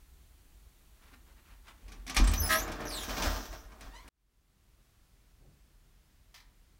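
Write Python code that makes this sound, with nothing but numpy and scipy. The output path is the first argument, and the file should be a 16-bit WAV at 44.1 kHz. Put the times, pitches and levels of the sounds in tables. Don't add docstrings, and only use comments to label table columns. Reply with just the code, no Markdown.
import sys
import numpy as np
from scipy import signal
from scipy.fft import rfft, irfft, next_fast_len
from scipy.io import wavfile

SR = 44100
rng = np.random.default_rng(int(sys.argv[2]) if len(sys.argv) > 2 else 0)


def generate_wav(signal):
    frames = np.transpose(np.atleast_2d(signal))
    scaled = np.clip(frames, -1, 1) * 32767
    pcm = np.round(scaled).astype(np.int16)
    wavfile.write(sys.argv[1], SR, pcm)


N = 299439
TIME = np.arange(N) / SR
BREAK_S, CUTOFF_HZ = 4.089, 15820
RUMBLE_DB, RUMBLE_DB_PER_DB = -45, 1.03
# f/Hz, level/dB
TRACK_MODES = [(640.6, -37), (802.1, -52.5), (1044, -48.5), (1211, -50), (1287, -40.5), (1620, -43),
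               (1701, -43.5), (1857, -46), (1922, -43), (2099, -48.5), (2353, -54.5), (2568, -57.5)]


def from_db(db):
    return 10 ** (np.asarray(db) / 20)


def unit_rms(x):
    return x / np.sqrt(np.mean(x ** 2) + 1e-20)


def at_hz(points, hz):
    f, value = np.transpose(points)
    return np.interp(np.log(hz + 1e-3), np.log(f), value)


def band(x, low_hz, high_hz, order=2):
    sos = signal.butter(order, [low_hz, min(high_hz, .45 * SR)], "band", fs=SR, output="sos")
    return signal.sosfilt(sos, x + 1e-18)


def coloured(x, spectrum):
    size = next_fast_len(N)
    hz = np.arange(size // 2 + 1) * SR / size
    return unit_rms(irfft(rfft(x, size) * from_db(at_hz(spectrum, hz)), size)[:N])


def noise():
    return rng.standard_normal(N)


def drift(rate_hz):
    knots = rng.standard_normal(N // 4)
    return np.interp(TIME * rate_hz, np.arange(len(knots)), knots)


def ring(push, hz, t60_s):
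    r, w = from_db(-60 / (t60_s * SR)), 2 * np.pi * hz / SR
    return signal.lfilter([0, np.sin(w)], [1, -2 * r * np.cos(w), r * r], push + 1e-18)


def impulses(times_s, levels_db):
    clicks = np.zeros(N)
    clicks[np.round(times_s * SR).astype(int)] = from_db(levels_db)
    return clicks


def bursts(times_s, levels_db, t60_s, rise_s):
    power = np.zeros(N)
    for s, db in zip(times_s, levels_db):
        start = round(s * SR)
        age = TIME[:min(SR // 2, N - start)]
        blow = from_db(db - 60 * age / t60_s) * (1 - np.exp(-age / rise_s))
        power[start:start + len(age)] += blow ** 2
    return np.sqrt(power)


def envelope(start_s, rise_s, hold_s, t60_s):
    age = TIME - start_s
    return np.clip(age / rise_s, 0, 1) * from_db(-60 * np.maximum(age - rise_s - hold_s, 0) / t60_s)


def swell(centre_s, width_s):
    return np.exp(-((TIME - centre_s) / width_s) ** 2 / 2)


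def bedroom(x, wet_db):
    # f/Hz, t60/s
    decay = [(100, 0.39), (1000, 0.42), (5000, 0.17), (15000, .17)]
    age, edges_hz = TIME[:SR // 2], np.geomspace(60, 18000, 9)
    tail = 0
    for low, high in zip(edges_hz, edges_hz[1:]):
        t60_s = at_hz(decay, np.sqrt(low * high))
        tail += band(rng.standard_normal(len(age)), low, high) * from_db(-60 * age / t60_s)
    tail *= age > .003
    wet = from_db(wet_db)
    return (x + wet * signal.fftconvolve(x, tail / np.linalg.norm(tail))[:N]) / np.hypot(1, wet)


def room_tone():
    # f/Hz, density/dB
    spectrum = [(12, -35), (20, -11), (49, 0), (68, -6.5), (103, -21.5), (144, -21.5), (185, -27),
                (213, -26.5), (352, -28.5), (519, -36.5), (614, -34.5), (4550, -38.5), (4950, -42),
                (6020, -39.5), (15500, -40.5)]
    return from_db(-57.5) * coloured(noise(), spectrum)


def late_room_tone():
    # f/Hz, density/dB
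    spectrum = [(12, -49), (20, -8.5), (43, 1), (65, -8), (177, -18.5), (277, -24.5), (310, -23.5),
                (446, -28), (527, -32.5), (574, -30), (923, -32), (1060, -31), (4940, -36), (14700, -40.5),
                (16000, -39)]
    # t/s, gain/dB
    fade = [(4.09, -29.5), (4.2, -18.5), (4.35, -12), (4.6, -6.5), (4.85, -4)]
    return from_db(-58.5 + np.interp(TIME, *np.transpose(fade))) * coloured(noise(), spectrum)


def bump():
    # f/Hz, density/dB
    spectrum = [(30, -4), (110, 1), (560, -15.5), (900, -26), (3000, -60.5)]
    thud = from_db(-61) * swell(centre_s=5.46, width_s=.045) * coloured(noise(), spectrum)
    return bedroom(thud, wet_db=-9)


def steps():
    # t/s, brush/dB, width/s, thud/dB
    footfalls = [(1.062, -64, .041, -72), (1.139, -61, .012, -63), (1.297, -66, 0.027, -69),
                 (1.386, -63.5, 0.013, -74), (1.503, -62.5, 0.038, -73.5), (1.689, -56.5, 0.022, -68.5),
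                 (1.932, -66, 0.097, -62.5)]
    # f/Hz, density/dB
    cloth_spectrum = [(300, -18), (700, -4.5), (1400, 0.5), (2300, -3.5), (4000, -9.5), (7000, -16.5),
                      (16000, -23)]
    brush = sum(from_db(db) * swell(s, width_s) for s, db, width_s, _ in footfalls)
    thud = sum(from_db(db) * swell(s, width_s) for s, _, width_s, db in footfalls)
    cloth = coloured(noise(), cloth_spectrum) * from_db(2.5 * drift(180))
    return bedroom(brush * cloth + thud * unit_rms(band(noise(), 110, 420)), wet_db=-7.5)


def hangers():
    # t/s, level/dB
    contacts = [(6.3418, -42.5), (6.346, -45), (6.3587, -44), (6.3777, -47), (6.402, -48.5)]
    # f/Hz, density/dB
    spectrum = [(290, -49), (500, -26.5), (819, -9), (1230, -8.5), (1550, -13), (2040, -2), (2770, -10),
                (3020, -10), (4030, -4.5), (5970, -8.5), (7530, -18), (16000, -19)]
    s, db = np.transpose(contacts)
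    taps = coloured(noise(), spectrum) * bursts(s, db - 7, t60_s=.07, rise_s=.0004)
    return bedroom(taps, wet_db=-4)


def swing_speed():
    start_s, rise_s, run_s, slow_s = 2.922, .11, .43, .23
    return np.interp(TIME, np.cumsum([start_s, rise_s, run_s, slow_s]), [0, 1, 1, 0])


def shudder_db():
    # t/s, width/s, gain/dB
    shudders = [(2.269, .055, 6), (3.86, 0.042, 8)]
    return sum(db * swell(s, width_s) for s, width_s, db in shudders)


def drag_gain(level_db, db_per_db):
    # t/s, level/dB
    drag = [(2.63, -42), (2.662, -46), (2.67, -40), (2.776, -45.5), (2.816, -39), (2.872, -44),
            (3.082, -47), (3.094, -42), (3.244, -34), (3.51, -55.5), (3.536, -46), (3.602, -58),
            (3.68, -61.5)]
    pull_s, rise_s = 2.065, .038
    pull_db, nominal_db, settled_db = -54, -43, -65
    curve = [(pull_s, pull_db), *drag, (BREAK_S, settled_db)]
    drag_db = np.interp(TIME, *np.transpose(curve)) + shudder_db()
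    onset = np.clip((TIME - pull_s) / rise_s, 0, 1)
    return onset * from_db(level_db + db_per_db * (drag_db - nominal_db))


def glide():
    # f/Hz, width/Hz, level/dB
    resonances = [(5780, 940, 1.5), (14440, 4200, -4)]
    sing = sum(from_db(db) * unit_rms(band(noise(), hz - width / 2, hz + width / 2))
               for hz, width, db in resonances)
    friction = swing_speed() * drag_gain(-54.5, db_per_db=.26) * from_db(2 * drift(70))
    return bedroom(friction * sing, wet_db=0)


def slide():
    # f/Hz, density/dB
    spectrum = [(59, -33.5), (100, -0.5), (170, -13.5), (224, -2.5), (424, -6.5), (471, -8), (547, -6.5),
                (721, -2.5), (801, -4.5), (1480, -5), (2220, -11.5), (5080, -13), (10700, -27.5),
                (16000, -19.5)]
    catches_per_s = 1000
    sizes = from_db(3 * np.minimum(rng.exponential(1, N), 4)) * rng.choice([-1, 1], N)
    catches = unit_rms(sizes * (rng.random(N) < catches_per_s / SR))
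    friction = (catches + .4 * noise()) * from_db(2.2 * drift(55))
    track = unit_rms(sum(from_db(db) * ring(friction, hz, t60_s=.072) for hz, db in TRACK_MODES))
    shake = bedroom(coloured(friction, spectrum), wet_db=-2) + from_db(-11) * track
    low, mid, high = (unit_rms(band(shake, *edges_hz, order=3))
                      for edges_hz in [(110, 400), (400, 2600), (3300, 21000)])
    speed = swing_speed()
    rumble = drag_gain(RUMBLE_DB, RUMBLE_DB_PER_DB) * from_db(-5 * speed) * low
    scrape = drag_gain(-43, db_per_db=1) * mid
    hiss = drag_gain(-57.5, db_per_db=.85) * from_db(10.5 * speed + .8 * shudder_db()) * high
    return rumble + scrape + hiss


def squeal(start_s, length_s, peak_at, start_hz, middle_hz, end_hz, level_db, overtone_db, rough):
    jitter, smear_rad, fall_db, flutter_db, max_partials = .04, 1.2, 2, 4.6, 11
    live = (TIME > start_s) & (TIME < start_s + length_s)
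    progress = (TIME[live] - start_s) / length_s
    arc_hz = np.polyval(np.polyfit([0, .5, 1], [start_hz, middle_hz, end_hz], 2), progress)
    pitch_hz = arc_hz * (1 + jitter * rough * (drift(900) + .4 * drift(200))[live])
    phase = 2 * np.pi * np.cumsum(pitch_hz) / SR
    edge_db = -23 + 15.5 * rough
    db = level_db + edge_db * np.interp(progress, [0, peak_at, 1], [1, 0, 1])
    tone = np.zeros(N)
    for k in range(1, min(max_partials, int(CUTOFF_HZ / arc_hz.min())) + 1):
        partial_db = (k > 1) * (overtone_db - fall_db * (k - 2)) + flutter_db * drift(170)[live]
        partial = np.sin(k * phase + smear_rad * rough * drift(1500)[live])
        tone[live] += from_db(db + partial_db) * partial * (k * pitch_hz < SR / 2)
    return tone


def squeals():
    # t/s, length/s, peak position/0-1, start f/Hz, middle f/Hz, end f/Hz,
    # level/dB, overtone/dB, roughness/0-1
    slips = [(2.357, .095, .48, 5836, 6080, 6050, -38, 2.5, .34),
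             (2.408, 0.14, .22, 5260, 5096, 5103, -35.5, -.5, 0.33),
             (2.474, .165, .5, 6070, 5590, 7153, -36, -0.5, .62),
             (2.853, .2, 0.57, 6350, 4050, 3147, -40.5, -7, 0.92),
             (3.899, .145, 0.39, 880, 1009, 1200, -55, -2, 0.4)]
    # t/s, f/Hz, level/dB, t60/s
    pin_chirps = [(2.238, 7650, -42.5, 0.11), (2.274, 8500, -37, 0.098), (2.294, 7700, -44, .09),
                  (2.335, 15200, -30, 0.035), (2.461, 7800, -45.5, .1)]
    tones = sum(squeal(*row) for row in slips)
    chirps = sum(unit_rms(band(noise(), .97 * hz, 1.03 * hz)) * bursts([s], [db], t60_s, rise_s=.0014)
                 for s, hz, db, t60_s in pin_chirps)
    return from_db(.5) * bedroom(tones + chirps, wet_db=-4)


def judder():
    start_s, rise_s, slips_per_s = 2.488, .019, 325
    high_hz, low_hz, first_octave_s = 1900, 700, .087
    # f/Hz, density/dB
    spectrum = [(1700, 0), (2800, -3), (4050, -0.5), (5500, -8), (8000, -9.5), (15000, -7.5)]
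    centre_hz = np.maximum(high_hz * .5 ** (((TIME - start_s) / first_octave_s) ** 2), low_hz)
    tones = power = 0
    for hz, db in TRACK_MODES:
        weight = from_db(db - 5.9 * np.log2(hz / centre_hz) ** 2)
        tones += weight * np.sin(2 * np.pi * np.cumsum(hz * (1 + .007 * drift(200))) / SR)
        power += weight ** 2 / 2
    slip_count = np.floor(np.cumsum(slips_per_s * (1 + .05 * drift(300))) / SR)
    slips = np.diff(slip_count, prepend=0) * from_db(3.5 * drift(300))
    rasp = unit_rms(band(coloured(slips, spectrum), 1700, 16000))
    ring_gain = from_db(-27) * envelope(start_s, rise_s, hold_s=.05, t60_s=.16)
    rasp_gain = from_db(-29.5) * envelope(start_s, rise_s, hold_s=.016, t60_s=.12)
    return ring_gain * tones / np.sqrt(power) + bedroom(rasp_gain * rasp, wet_db=2)


def door_boom():
    # t/s, level/dB, quick-mode share/0-1
    shoves = [(1.831, -38.5, 0.26), (1.971, -38.5, 0.17), (2.167, -20, 0), (2.198, -11.5, 0.04),
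              (2.273, -22.5, .95), (2.384, -19.5, .62), (2.579, -34, 0.37), (3.08, -36, 0.3),
              (3.245, -22.5, 0.5), (3.482, -34.5, 0.18), (3.642, -42.5, .03), (3.85, -40, 0.04)]
    # t/s, level/dB
    jolts = [(1.89, -54), (2.198, -24), (2.29, -37.5), (2.52, -35.5), (3.079, -36), (3.245, -33),
             (3.38, -39)]
    # f/Hz, level/dB, t60/s
    frame_modes = [(219.8, -4.5, .35), (259.3, -5.5, .25), (313, -12.5, 0.27), (343, -14.5, 0.034)]
    s, push_db, share = np.transpose(shoves)
    share = np.clip(share, .01, .99)
    drag = drag_gain(RUMBLE_DB, RUMBLE_DB_PER_DB) * noise()
    slow_push = impulses(s, push_db + 20 * np.log10(1 - share)) + from_db(-30.5) * drag
    quick_push = impulses(s, push_db + 20 * np.log10(share)) + from_db(-37) * drag
    slow = band(ring(slow_push, hz=45.26, t60_s=.55), 25, 70)
    quick = band(ring(quick_push, hz=78.3, t60_s=.35), 57, 94)
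    frame_push = impulses(*np.transpose(jolts))
    frame = sum(from_db(db) * ring(frame_push, hz, t60_s) for hz, db, t60_s in frame_modes)
    return slow + quick + band(frame, 210, 400)


def door_knocks():
    # t/s, level/dB, treble/dB
    knocks = [(1.881, -40.5, -2.5), (1.919, -38, 1.5), (2.066, -32, -0.5), (2.076, -29.5, 0.5),
              (2.096, -23.5, 1.5), (2.145, -26.5, 5), (2.161, -25, 4), (2.166, -10, 0), (2.187, -25.5, 7),
              (2.241, -27, 1), (2.273, -22, 2), (2.314, -30, 6.5), (2.335, -20.5, 1), (2.461, -29.5, 1),
              (2.595, -30.5, 5), (2.677, -32.5, -1), (2.717, -30, 2.5), (2.804, -36.5, 1.5),
              (2.909, -32, 3), (3.032, -32.5, 8), (3.094, -26, -2.5), (3.169, -23, -7), (3.222, -19, 0.5),
              (3.25, -26, -12), (3.526, -39, 2), (3.72, -40, -21), (3.808, -38, 3), (3.858, -45.5, -2),
              (4.078, -41.5, 3)]
    # f/Hz, density/dB
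    spectrum = [(88, -38.5), (150, -9.5), (244, -4.5), (457, -25), (790, -8.5), (960, -7), (1190, 6),
                (1340, -15), (1530, -8.5), (2100, -12.5), (2270, -10.5), (2550, -14.5), (4760, -15.5),
                (5790, -10), (16000, -39.5)]
    # f/Hz, level/dB, t60/s
    slat_modes = [(765, -27.5, 0.27), (1157, -24.5, 0.41), (1248, -25.5, 0.35), (2244, -15, 0.047),
                  (2420, -21, 0.17)]
    s, db, treble_db = np.transpose(knocks)
    wood = coloured(noise(), spectrum)
    body = band(wood, 150, 1300) * bursts(s, db - 5, t60_s=.1744, rise_s=.0027)
    clack = band(wood, 1300, 6500) * bursts(s, db - 3 + .4 * treble_db, t60_s=.136, rise_s=.0008)
    crack = band(wood, 8400, 16000) * bursts(s, db + 3.5 + treble_db, t60_s=.0608, rise_s=.00097)
    slats = sum(ring(impulses(s, db + mode_db + rng.normal(0, 1.1, len(s))), hz, t60_s)
                for hz, mode_db, t60_s in slat_modes)
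    return from_db(-3) * bedroom(body + clack + crack, wet_db=-10) + from_db(-2.5) * slats


def scene():
    doors = door_knocks() + door_boom() + slide() + glide() + squeals() + judder()
    mix = np.where(TIME < BREAK_S, doors + room_tone(), late_room_tone())
    return (mix + steps() + bump() + hangers())[None]


def record(dry):
    return signal.sosfilt(signal.ellip(12, .1, 80, CUTOFF_HZ, fs=SR, output="sos"), dry)


dry = scene()
out = record(dry)
generate_wav(out)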